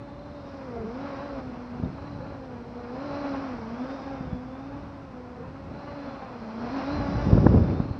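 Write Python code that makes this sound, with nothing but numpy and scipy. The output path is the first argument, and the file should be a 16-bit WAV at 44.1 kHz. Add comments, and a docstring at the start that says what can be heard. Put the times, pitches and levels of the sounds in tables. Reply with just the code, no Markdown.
"""A small quadcopter hovers and sways close by over an open field, with light air on the microphone.
Four two-bladed rotors hum as sine overtones at slightly different speeds; the motors whine thinly.
Shaped noise makes the churn of the blades, the moving air and the faint sound of the field.
Gusts of prop wash brush the microphone now and then; a few single eddies thump it, with one tiny squeak.
Near the end the drone passes low overhead and its downdraught hits the microphone hard."""
import sys
import numpy as np
from scipy import signal
from scipy.fft import rfft, irfft, next_fast_len
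from scipy.io import wavfile
from scipy.ndimage import uniform_filter1d

SR = 44100
rng = np.random.default_rng(int(sys.argv[2]) if len(sys.argv) > 2 else 0)


def transcribe(signal):
    """Save signal, clipped to [-1, 1], as a 16-bit WAV file at the path in sys.argv[1]."""
    frames = np.atleast_2d(signal).T
    limited = np.clip(frames, -1, 1)
    pcm = np.round(limited * 32767).astype(np.int16)
    wavfile.write(sys.argv[1], SR, pcm)


N = 352359


def from_db(db):
    """Turn decibels into a gain."""
    return 10 ** (np.asarray(db) / 20)


def rms_one(x):
    """Scale a signal to unit power."""
    return x / np.sqrt(np.mean(x ** 2) + 1e-20)


def in_time(rows):
    """Draw one curve per column after the time column, with a value for every sample."""
    seconds, *columns = np.transpose(rows)
    t = np.arange(N) / SR
    return [np.interp(t, seconds, column) for column in columns]


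def on_log_axis(points, at):
    """Read a dB table between its points, along a logarithmic axis."""
    where, db = np.transpose(points)
    return np.interp(np.log(at), np.log(where), db)


def drift(rate):
    """Smooth random wandering of spread 1; a higher rate in Hz wanders faster."""
    step = 40  # samples between the computed points
    warm_up = 2000  # points dropped while the filter settles
    r = np.exp(-80 * np.pi * rate / SR)
    points = rng.standard_normal(N // step + 2 + warm_up)
    slow = signal.lfilter([1], [1, -2 * r, r * r], points)[warm_up:]
    return np.interp(np.arange(N) / step, np.arange(len(slow)), rms_one(slow))


def noise(spectrum):
    """Colour white noise with a spectrum table and scale it to unit power."""
    size = next_fast_len(N)
    hz = np.maximum(np.arange(size // 2 + 1) * SR / size, 1)
    white = rfft(rng.standard_normal(size))
    return rms_one(irfft(white * from_db(on_log_axis(spectrum, hz)), size)[:N])


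def unbroken(x):
    """Even out the lulls and peaks of a turbulent flow, because eddies follow each other closely."""
    stream_s = .03  # the stream stays full over this time
    return x / np.sqrt(uniform_filter1d(x ** 2, int(stream_s * SR)) + 1e-9)


# Colour of the faint air of the field. Each row: pitch in Hz, relative level in dB per Hz.
FIELD_COLOUR = [(120, -31.5), (250, -0.5), (420, -15.5), (1090, -17.5), (3200, -34), (5000, -36.5),
                (5900, -38), (6500, -44.5), (7200, -48), (9000, -55), (12000, -65)]


def field_air():
    """Faint, steady noise stands for the air of the open field."""
    return from_db(-51) * noise(FIELD_COLOUR)


BREEZE_DB, BREEZE_SWING_DB = -46, 1.65  # light air that is always on the microphone
# the downdraught sweeps across once, as the drone passes above
PASS_S, PASS_DB = 7.49, -21
PASS_RISE_DB_PER_S, PASS_FALL_DB_PER_S = 40, 42
# Gusts of prop wash. 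Each row: moment of the peak in seconds, peak level in dB,
# length in seconds (the rise and the fall each fade by about 8.7 dB over it).
WASH_GUSTS = [(0.8, -37, 0.047), (1.448, -41, 0.094), (1.86, -32, 0.066), (2.162, -38.5, 0.24),
              (2.55, -45, 0.062), (3.125, -40, 0.041), (3.58, -40.5, .08), (4.303, -36.5, 0.11),
              (4.83, -43, 0.25), (5.481, -37.5, 0.027), (5.697, -39, 0.11), (5.91, -44, 0.047),
              (6.993, -28, 0.06), (7.151, -25.5, 0.039), (7.358, -18, 0.09), (7.564, -14.5, 0.074),
              (7.704, -23, 0.045), (7.806, -29, 0.056), (7.901, -32, 0.026)]


def air_stream():
    """Add the powers of breeze, gusts and sweeping downdraught, and give their level in dB."""
    t = np.arange(N) / SR
    power = from_db(BREEZE_DB + BREEZE_SWING_DB * drift(9.8)) ** 2
    below_peak_db = np.maximum(PASS_RISE_DB_PER_S * (PASS_S - t), PASS_FALL_DB_PER_S * (t - PASS_S))
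    power += from_db(PASS_DB - below_peak_db) ** 2
    for s, peak_db, length_s in WASH_GUSTS:
        away = np.abs(t - s) / length_s
        power += (from_db(peak_db) * np.exp(-np.minimum(away, 20))) ** 2
    return 10 * np.log10(power)


# a hard stream sheds smaller eddies: the share of the rumble below this pitch that it loses
EDDY_HZ, THINNING = 75, .7
# Colour of the rumbling air. Each row: pitch in Hz, relative level in dB per Hz.
WIND_COLOUR = [(15, -28.5), (25, -22), (55, 3.5), (110, 3), (155, 1), (210, -3.5), (300, -8), (450, -14.5),
               (750, -30), (1300, -53.5), (2500, -55), (5000, -91)]
# Colour of fine turbulence at the microphone port. Each row: pitch in Hz, relative level in dB per Hz.
TORN_COLOUR = [(100, -12.5), (250, 9), (520, 5.5), (750, -7.5), (1400, -29.5), (2200, -43), (3500, -57)]


def prop_wash(lumpy_db, fine_db, steepness):
    """Air tumbles over the microphone as a lumpy rumble; stronger air sits higher and frays more."""
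    wash_db = air_stream()
    force_db = wash_db - wash_db.max()
    rumble = rms_one(from_db(lumpy_db * drift(30)) * unbroken(noise(WIND_COLOUR)))
    deep = signal.sosfilt(signal.butter(1, EDDY_HZ, fs=SR, output="sos"), rumble)
    rumble = rumble - THINNING * from_db(force_db / 2) * deep
    frayed = rms_one(from_db(1.8 * drift(67)) * noise(TORN_COLOUR))
    fray_gain = from_db(fine_db + steepness * force_db)
    return from_db(wash_db) * (rumble + fray_gain * frayed)


# Colour of the air tearing inside an eddy. Each row: pitch in Hz, relative level in dB per Hz.
GRIT_COLOUR = [(100, -10), (300, 0), (700, -3), (1300, -16), (2100, -30), (3500, -50)]
# Single eddies that thump the microphone. Each row: moment in seconds, peak level in dB, pitch in Hz.
EDDY_THUMPS = [(1.800, -22, 190), (1.826, -26, 190), (1.837, -16.5, 160), (1.849, -24, 150),
               (1.861, -20, 140), (2.323, -30, 380), (4.210, -24, 140), (4.332, -18, 140),
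               (4.347, -25, 130), (4.752, -30, 170), (7.089, -18, 150), (7.166, -19, 80), (7.272, -14, 150),
               (7.288, -13, 150), (7.332, -3.5, 125), (7.356, -16, 250), (7.369, -14, 120),
               (7.379, -13, 290), (7.386, -9, 140), (7.404, -14, 110), (7.445, -15, 220), (7.467, 0.5, 225),
               (7.509, -13, 140), (7.530, -15, 240), (7.546, -10, 190), (7.561, -6, 130), (7.574, -13, 170),
               (7.581, -19, 350), (7.620, -12, 100), (7.686, -21, 290), (7.701, -16, 170),
               (7.748, -24, 250), (7.803, -8.5, 140), (7.857, -25, 230), (7.912, -21, 90)]


def thumps(tearing):
    """An eddy swings the pressure once, with a trough on each side; tight, strong ones tear more."""
    out, t = np.zeros(N), np.arange(N) / SR
    grit = unbroken(noise(GRIT_COLOUR))
    for s, peak_db, hz in EDDY_THUMPS:
        near = np.abs(t - s) < .03  # seconds
        u = (np.pi * hz * (t[near] - s)) ** 2
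        swing = (1 - 2 * u) * np.exp(-u)
        tear_gain = tearing * from_db(peak_db / 4) * (hz / 200) ** 2
        torn = tear_gain * grit[near] * np.exp(-u / 7)
        out[near] += from_db(peak_db) * (swing + torn)
    return out


def squeak(level_db):
    """A sine under a very short bell-shaped swell makes one tiny squeak."""
    middle_s, hz, length_s = 1.848, 3700, .0025
    t = np.arange(N) / SR - middle_s
    return from_db(level_db) * np.exp(-(t / length_s) ** 2) * np.sin(2 * np.pi * hz * t)


def port(wind):
    """Hard gusts overload the microphone port, which rounds their peaks and passes little treble."""
    top, dull_hz = 1.2, 2400
    rounded = top * np.tanh(wind / top)
    return signal.sosfilt(signal.butter(4, dull_hz, fs=SR, output="sos"), rounded)


def spin(blade_hz, hunt, flutter):
    """Blade phase: inertia rounds the speed changes, the flight controller keeps trimming them."""
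    rounded_hz = uniform_filter1d(blade_hz, SR // 30)
    speed = rounded_hz * (1 + hunt * drift(4.03) + flutter * drift(42.0))
    return 2 * np.pi * (np.cumsum(speed) / SR + rng.random())


# Blade wakes smeared around the overtones. Each row: multiple of the blade-pass pitch, relative level in dB.
WAKE_LEVELS = [(2, -17), (3, -10), (4, -10.5), (5, -17.5), (6, -18.5)]


def wakes(phase, width_hz):
    """A blade cuts the same eddy several times, which makes narrow bands of noise on its overtones."""
    out = np.zeros(N)
    for k in range(2, 7):
        band = drift(width_hz) * np.sin(k * phase) + drift(width_hz) * np.cos(k * phase)
        out += from_db(on_log_axis(WAKE_LEVELS, k)) * band
    return out


# Colour of the rush of the blades. Each row: pitch in Hz, relative level in dB per Hz.
RUSH_COLOUR = [(120, -25), (220, 7), (380, -3.5), (640, 1.5), (850, -2), (1100, -3), (1450, -6.5),
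               (1800, -15.5), (2500, -16.5), (3150, -26), (4200, -34.5), (6000, -51), (8000, -71)]
# Colour of the blade-tip hiss. Each row: pitch in Hz, relative level in dB per Hz.
HISS_COLOUR = [(2000, -12.5), (3100, -4.5), (3550, -0.5), (3850, -4), (4650, 0), (4900, 4.5), (5750, -1.5),
               (6150, -11.5), (6600, -21), (7400, -21), (8000, -33), (12000, -51)]
# Level of that hiss. Each row: time in seconds, dB against the drone's nearness level.
HISS_OVER_TIME = [(0, -27), (.5, -15), (1.1, -20), (3.3, -18.5), (4.1, -17), (4.5, -20), (6.2, -21),
                  (6.85, -18), (7.3, -12.5), (7.99, -22)]
# Colour of the ringing shell. Each row: pitch in Hz, relative level in dB per Hz.
SHELL_COLOUR = [(3400, -38.5), (3850, -15.5), (3990, 2), (4400, -0.5), (4650, -17), (5400, -56)]


def churn(phases, rush_db, shell_db, chop, gust_db):
    """Turbulence on the blades: a rush and a hiss, chopped as the blades pass; the shell rings along."""
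    hiss_db = rush_db + in_time(HISS_OVER_TIME)[0]
    chopped = rms_one(1 + chop * sum(np.cos(p) for p in phases))
    # wakes of the leading rotor in each pair
    cut = .62 * wakes(phases[0], width_hz=45) + .75 * wakes(phases[2], width_hz=36)
    rush_gain = from_db(rush_db + gust_db * drift(18))
    rush = rush_gain * (from_db(3.0) * chopped * noise(RUSH_COLOUR) + cut)
    hiss = from_db(hiss_db + .5 * gust_db * drift(25)) * chopped * noise(HISS_COLOUR)
    return rush + hiss + from_db(shell_db) * noise(SHELL_COLOUR)


EDGE_DB, EDGE_GROWTH = -12.5, 1  # against the nearness level at its peak; further dB lost per dB of distance
# The sharp edge of the blade noise. Each row: pitch in Hz, relative level in dB per Hz.
EDGE_COLOUR = [(500, -29.5), (800, 1.5), (1100, -8), (1600, -3.5), (2700, -11), (3400, -19), (5400, -14.5),
               (6500, -38.5), (9000, -72)]


def blade_edge(rush_db):
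    """Close by, the blades rasp more brightly, as an extra noise that grows faster than the rush."""
    return from_db(rush_db + EDGE_DB + EDGE_GROWTH * (rush_db - rush_db.max())) * noise(EDGE_COLOUR)


WHINE_ORDER = 14  # whine pitch as a multiple of the blade-pass pitch


def motor(phase, whine, flicker_db):
    """Magnetic cogging sings far above the blade tone; speed ripple smears part into a narrow rasp."""
    angle = WHINE_ORDER * phase
    whine_db, blur = in_time(whine)
    tone = from_db(flicker_db * drift(21)) * np.sin(angle)
    rasp = (drift(60) * np.sin(angle) + drift(60) * np.cos(angle)) / np.sqrt(2)
    return np.sqrt(2) * from_db(whine_db) * (np.sqrt(1 - blur) * tone + np.sqrt(blur) * rasp)


WAKE_SCATTER = .16  # how far gusty inflow shifts the sharp edge of a blade's pulse, in radians
# Upper overtones of a rotor. Each row: multiple of the blade-pass pitch, level in dB against the third.
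ROTOR_OVERTONES = [(3, 0), (4, -5.5), (5, -9), (7, -16), (10, -21)]


def rotor(phase, hum_db, octave_db, third_db, uneven_db, rough):
    """Each blade sends out a pressure pulse; gusty inflow makes its overtones shiver and break up."""
    out = from_db(hum_db + uneven_db * drift(4.7)) * np.sin(phase)
    octave_gain = from_db(octave_db + uneven_db * drift(6.3))
    out += octave_gain * np.sin(2 * (phase + rough * drift(130)) - np.pi / 2)
    # the upper overtones share three independent fades in turn
    fades = [from_db(third_db + 4.5 * drift(11) - 1.8) for _ in range(3)]
    edge = phase + WAKE_SCATTER * drift(45)
    for k in range(3, 11):
        overtone = np.sin(k * edge - (k - 1) * np.pi / 2)
        out += from_db(on_log_axis(ROTOR_OVERTONES, k)) * fades[k % 3] * overtone
    return np.sqrt(2) * out


# the flight controller rocks the partner rotors' speed to hold the balance
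HUNT_HZ, HUNT_SHARE = 7, .014
BALANCE_S = .14  # a quicker push than this on the fast leader is taken from its partner
PARTNER_WHINE_DB = -13  # the partner motor against the one that leads
SHELL_FOLLOWS = 0.063  # dB the shell gains per dB of its colour at the whine's pitch
# Throttle of the faster pair. Each row: time in seconds, blade-pass pitch in Hz.
FAST_THROTTLE = [(0, 283), (.3, 292), (.62, 273), (.72, 242), (.86, 215), (1.0, 274), (1.08, 285),
                 (1.17, 272), (1.26, 289), (1.55, 245), (1.78, 243), (2.03, 286), (2.32, 284), (2.6, 235),
                 (2.78, 245), (2.9, 239), (3.06, 294), (3.13, 279), (3.2, 291), (3.32, 274), (3.43, 274),
                 (3.65, 218), (3.93, 277), (4.0, 266), (4.09, 277), (4.36, 247), (4.78, 285), (5.04, 275),
                 (5.15, 252), (5.35, 246), (5.58, 275), (5.68, 272), (5.78, 287), (5.93, 287), (6.2, 272),
                 (6.36, 238), (6.5, 219), (6.64, 237), (6.695, 239), (6.73, 272), (6.86, 271), (6.93, 296),
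                 (7.01, 293), (7.08, 275), (7.15, 290), (7.99, 278)]
# Throttle of the slower pair. Each row: time in seconds, blade-pass pitch in Hz.
SLOWER_THROTTLE = [(0, 255), (.3, 261), (.45, 269), (.56, 260), (.86, 205), (1.05, 256), (1.2, 272),
                   (1.55, 228), (1.78, 222), (2.0, 256), (2.35, 259), (2.6, 219), (2.9, 224), (3.06, 269),
                   (3.4, 261), (3.65, 207), (3.84, 256), (3.91, 257), (3.99, 271), (4.065, 255),
                   (4.13, 269), (4.21, 254), (4.265, 263), (4.33, 243), (4.38, 247), (4.43, 235),
                   (4.51, 247), (4.57, 251), (4.63, 262), (4.7, 260), (4.82, 267), (5.05, 255), (5.35, 228),
                   (5.8, 257), (6.12, 247), (6.25, 251), (6.5, 203), (6.88, 270), (7.27, 257), (7.45, 265),
                   (7.73, 254), (7.83, 266), (7.99, 250)]
# How near the drone sounds as it sways. Each row: time in seconds, base level in dB for rush and tones.
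SWAY_NEARNESS = [(0, -56), (.5, -50), (.78, -50), (1.1, -42), (1.55, -48), (2.3, -50.5), (2.68, -51.5),
                 (2.9, -47.5), (3.12, -41.5), (3.36, -41), (3.65, -46), (3.95, -43.5), (4.45, -50.5),
                 (4.75, -49.5), (5.1, -53.5), (5.65, -52), (5.88, -46.5), (6.1, -44.5), (6.25, -47.5),
                 (6.57, -44.5), (6.78, -38), (7.2, -41), (7.7, -44), (7.99, -49.5)]
# Blade tones of the leading fast rotor, which the others follow more softly. Each row: time in seconds,
# then the fundamental, octave and third, in dB against the nearness level.
BLADE_TONES = [(0, 8, 4.5, 0.5), (.5, 2.5, 2.5, -17), (.66, 4, 5.5, -2), (.78, 9, 13, 1), (1.0, 6, -2, -11),
               (1.15, -0.5, 0, -12), (1.3, 4, 2.5, -13), (1.5, 6.5, -2.5, -5.5), (1.85, 6.5, -5, -12),
               (2.2, 5, 0, -6.5), (2.7, 6.5, 4, -6.5), (3.05, 4.5, 2, -8), (3.25, 5.5, 0.5, -7.5),
               (3.65, 10, -2, -6.5), (3.95, 6, 0, -14), (4.04, 0, -1.5, -15), (4.13, 11.5, 3, -5.5),
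               (4.22, 9, -4, -6), (4.35, 10, 3.5, -6.5), (4.6, 9.5, -3.5, -10), (5.0, 4, 0, -10.5),
               (5.3, 8, 3.5, -2.5), (5.7, 1.5, 0.5, -6), (6.1, 1.5, -2, -9), (6.25, -8, -5, -2),
               (6.35, 1.5, -1, -13), (6.55, 5, -9.5, -16), (6.64, 8, -7, -14), (6.7, -4, -13, -5),
               (6.75, 10, -12, -12), (6.83, -2, -6, -13), (6.89, 8, 0, -6), (7.05, 3.5, -2.5, -5.5),
               (7.99, 4, -5.5, -16)]
# Ring of the shell. Each row: time in seconds, dB against the nearness level before the whine excites it.
SHELL_OVER_TIME = [(0, -17.5), (1.1, -23.5), (2.15, -17.5), (3.3, -20.5), (4.2, -27.5), (5, -23),
                   (6.1, -18.5), (6.95, -20), (7.3, -32), (7.99, -13)]
# Whine of the faster pair's leader. Each row: time in seconds, level in dB, share of rasp from 0 to 1.
FAST_MOTOR_WHINE = [(0, -77, .8), (.3, -71, .4), (.7, -86, .8), (1.0, -73, .5), (1.25, -66, .35),
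                    (1.45, -82, .8), (1.9, -82, .6), (2.03, -71, .2), (2.3, -71, .2), (2.45, -86, .8),
                    (3.0, -80, .6), (3.06, -60.5, .05), (3.11, -66, .2), (3.2, -60.5, .08), (3.28, -68, .3),
                    (3.5, -80, .8), (5.68, -84, .8), (5.78, -68.5, .1), (5.84, -76, .4), (5.9, -69.5, .15),
                    (5.98, -78, .6), (6.2, -77, .6), (6.8, -70, .4), (6.87, -60, .05), (6.93, -52, .02),
                    (7.01, -55, .05), (7.08, -68, .4), (7.13, -57, .08), (7.24, -63, .2), (7.35, -72, .8),
                    (7.99, -82, .8)]
# Whine of the slower pair's leader. Each row: time in seconds, level in dB, share of rasp from 0 to 1.
SLOW_MOTOR_WHINE = [(0, -73.5, .6), (.48, -71.5, .6), (.65, -88, .8), (1.2, -72, .5), (1.5, -88, .8),
                    (3.65, -84, .4), (3.76, -67.5, .08), (4.0, -67.5, .1), (4.37, -73, .2), (4.43, -86, .3),
                    (4.49, -73, .15), (4.62, -71.5, .15), (4.9, -76, .4), (5.3, -92, .8), (5.8, -80, .8),
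                    (6.1, -68, .6), (6.35, -80, .8), (7.15, -76, .6), (7.28, -65, .4), (7.45, -70, .7),
                    (7.66, -67.5, .5), (7.74, -64, .3), (7.99, -82, .6)]


def drone():
    """In each pair one rotor leads and its partner wanders around it, so their tones split and beat."""
    fast_hz, slow_hz = in_time(FAST_THROTTLE)[0], in_time(SLOWER_THROTTLE)[0]
    near_db = in_time(SWAY_NEARNESS)[0]
    hunt_depth = HUNT_SHARE * (1 + .5 * drift(2.22))
    hunting = hunt_depth * np.sin(2 * np.pi * HUNT_HZ * np.arange(N) / SR + drift(1.97))
    tones_db = near_db + np.array(in_time(BLADE_TONES))
    resonance_db = SHELL_FOLLOWS * on_log_axis(SHELL_COLOUR, WHINE_ORDER * fast_hz)
    shell_db = near_db + in_time(SHELL_OVER_TIME)[0] + resonance_db

    push_hz = fast_hz - uniform_filter1d(fast_hz, int(BALANCE_S * SR))
    fast = spin(fast_hz, hunt=.002, flutter=.002)
    fast_partner = spin((.975 + hunting) * fast_hz - 2 * push_hz, hunt=.012, flutter=.004)
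    slow = spin(slow_hz, hunt=.001, flutter=.0035)
    slow_partner = spin((.98 - hunting) * slow_hz, hunt=.025, flutter=.005)

    hum = rotor(fast, *tones_db, uneven_db=.9, rough=.17)
    hum += rotor(fast_partner, *(tones_db - [[16], [8], [2]]), uneven_db=1.5, rough=.14)
    hum += rotor(slow, *(tones_db - 18.5), uneven_db=-1.0, rough=0.35)
    hum += rotor(slow_partner, *(tones_db - 20.0), uneven_db=8.5, rough=0.1)

    whine = motor(fast, FAST_MOTOR_WHINE, flicker_db=2) + motor(slow, SLOW_MOTOR_WHINE, flicker_db=2.3)
    partner_whine = motor(fast_partner, FAST_MOTOR_WHINE, flicker_db=3)
    partner_whine += motor(slow_partner, SLOW_MOTOR_WHINE, flicker_db=3)
    whine += from_db(PARTNER_WHINE_DB) * partner_whine

    phases = [fast, fast_partner, slow, slow_partner]
    edge = blade_edge(near_db)
    return hum + whine + edge + churn(phases, near_db, shell_db, chop=0.15, gust_db=1.0)


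def scene():
    """Add the field, the wind on the microphone, the squeak and the drone; nothing reflects out here."""
    eddies = thumps(tearing=.18)
    wind = port(prop_wash(lumpy_db=1.5, fine_db=-13.5, steepness=0.18) + eddies)
    return (field_air() + wind + squeak(level_db=-53) + drone())[None]


CUTOFF_HZ = 12400  # the microphone passes almost nothing above this


def record(dry):
    """The microphone sheds the deepest rumble and adds a faint hiss; the top is cut."""
    heard = signal.sosfilt(signal.butter(2, 22, "high", fs=SR, output="sos"), dry)
    heard = heard + from_db(-89.5) * rng.standard_normal(N)
    return signal.sosfilt(signal.ellip(10, .1, 80, CUTOFF_HZ, fs=SR, output="sos"), heard)


dry = scene()
out = record(dry)
transcribe(out)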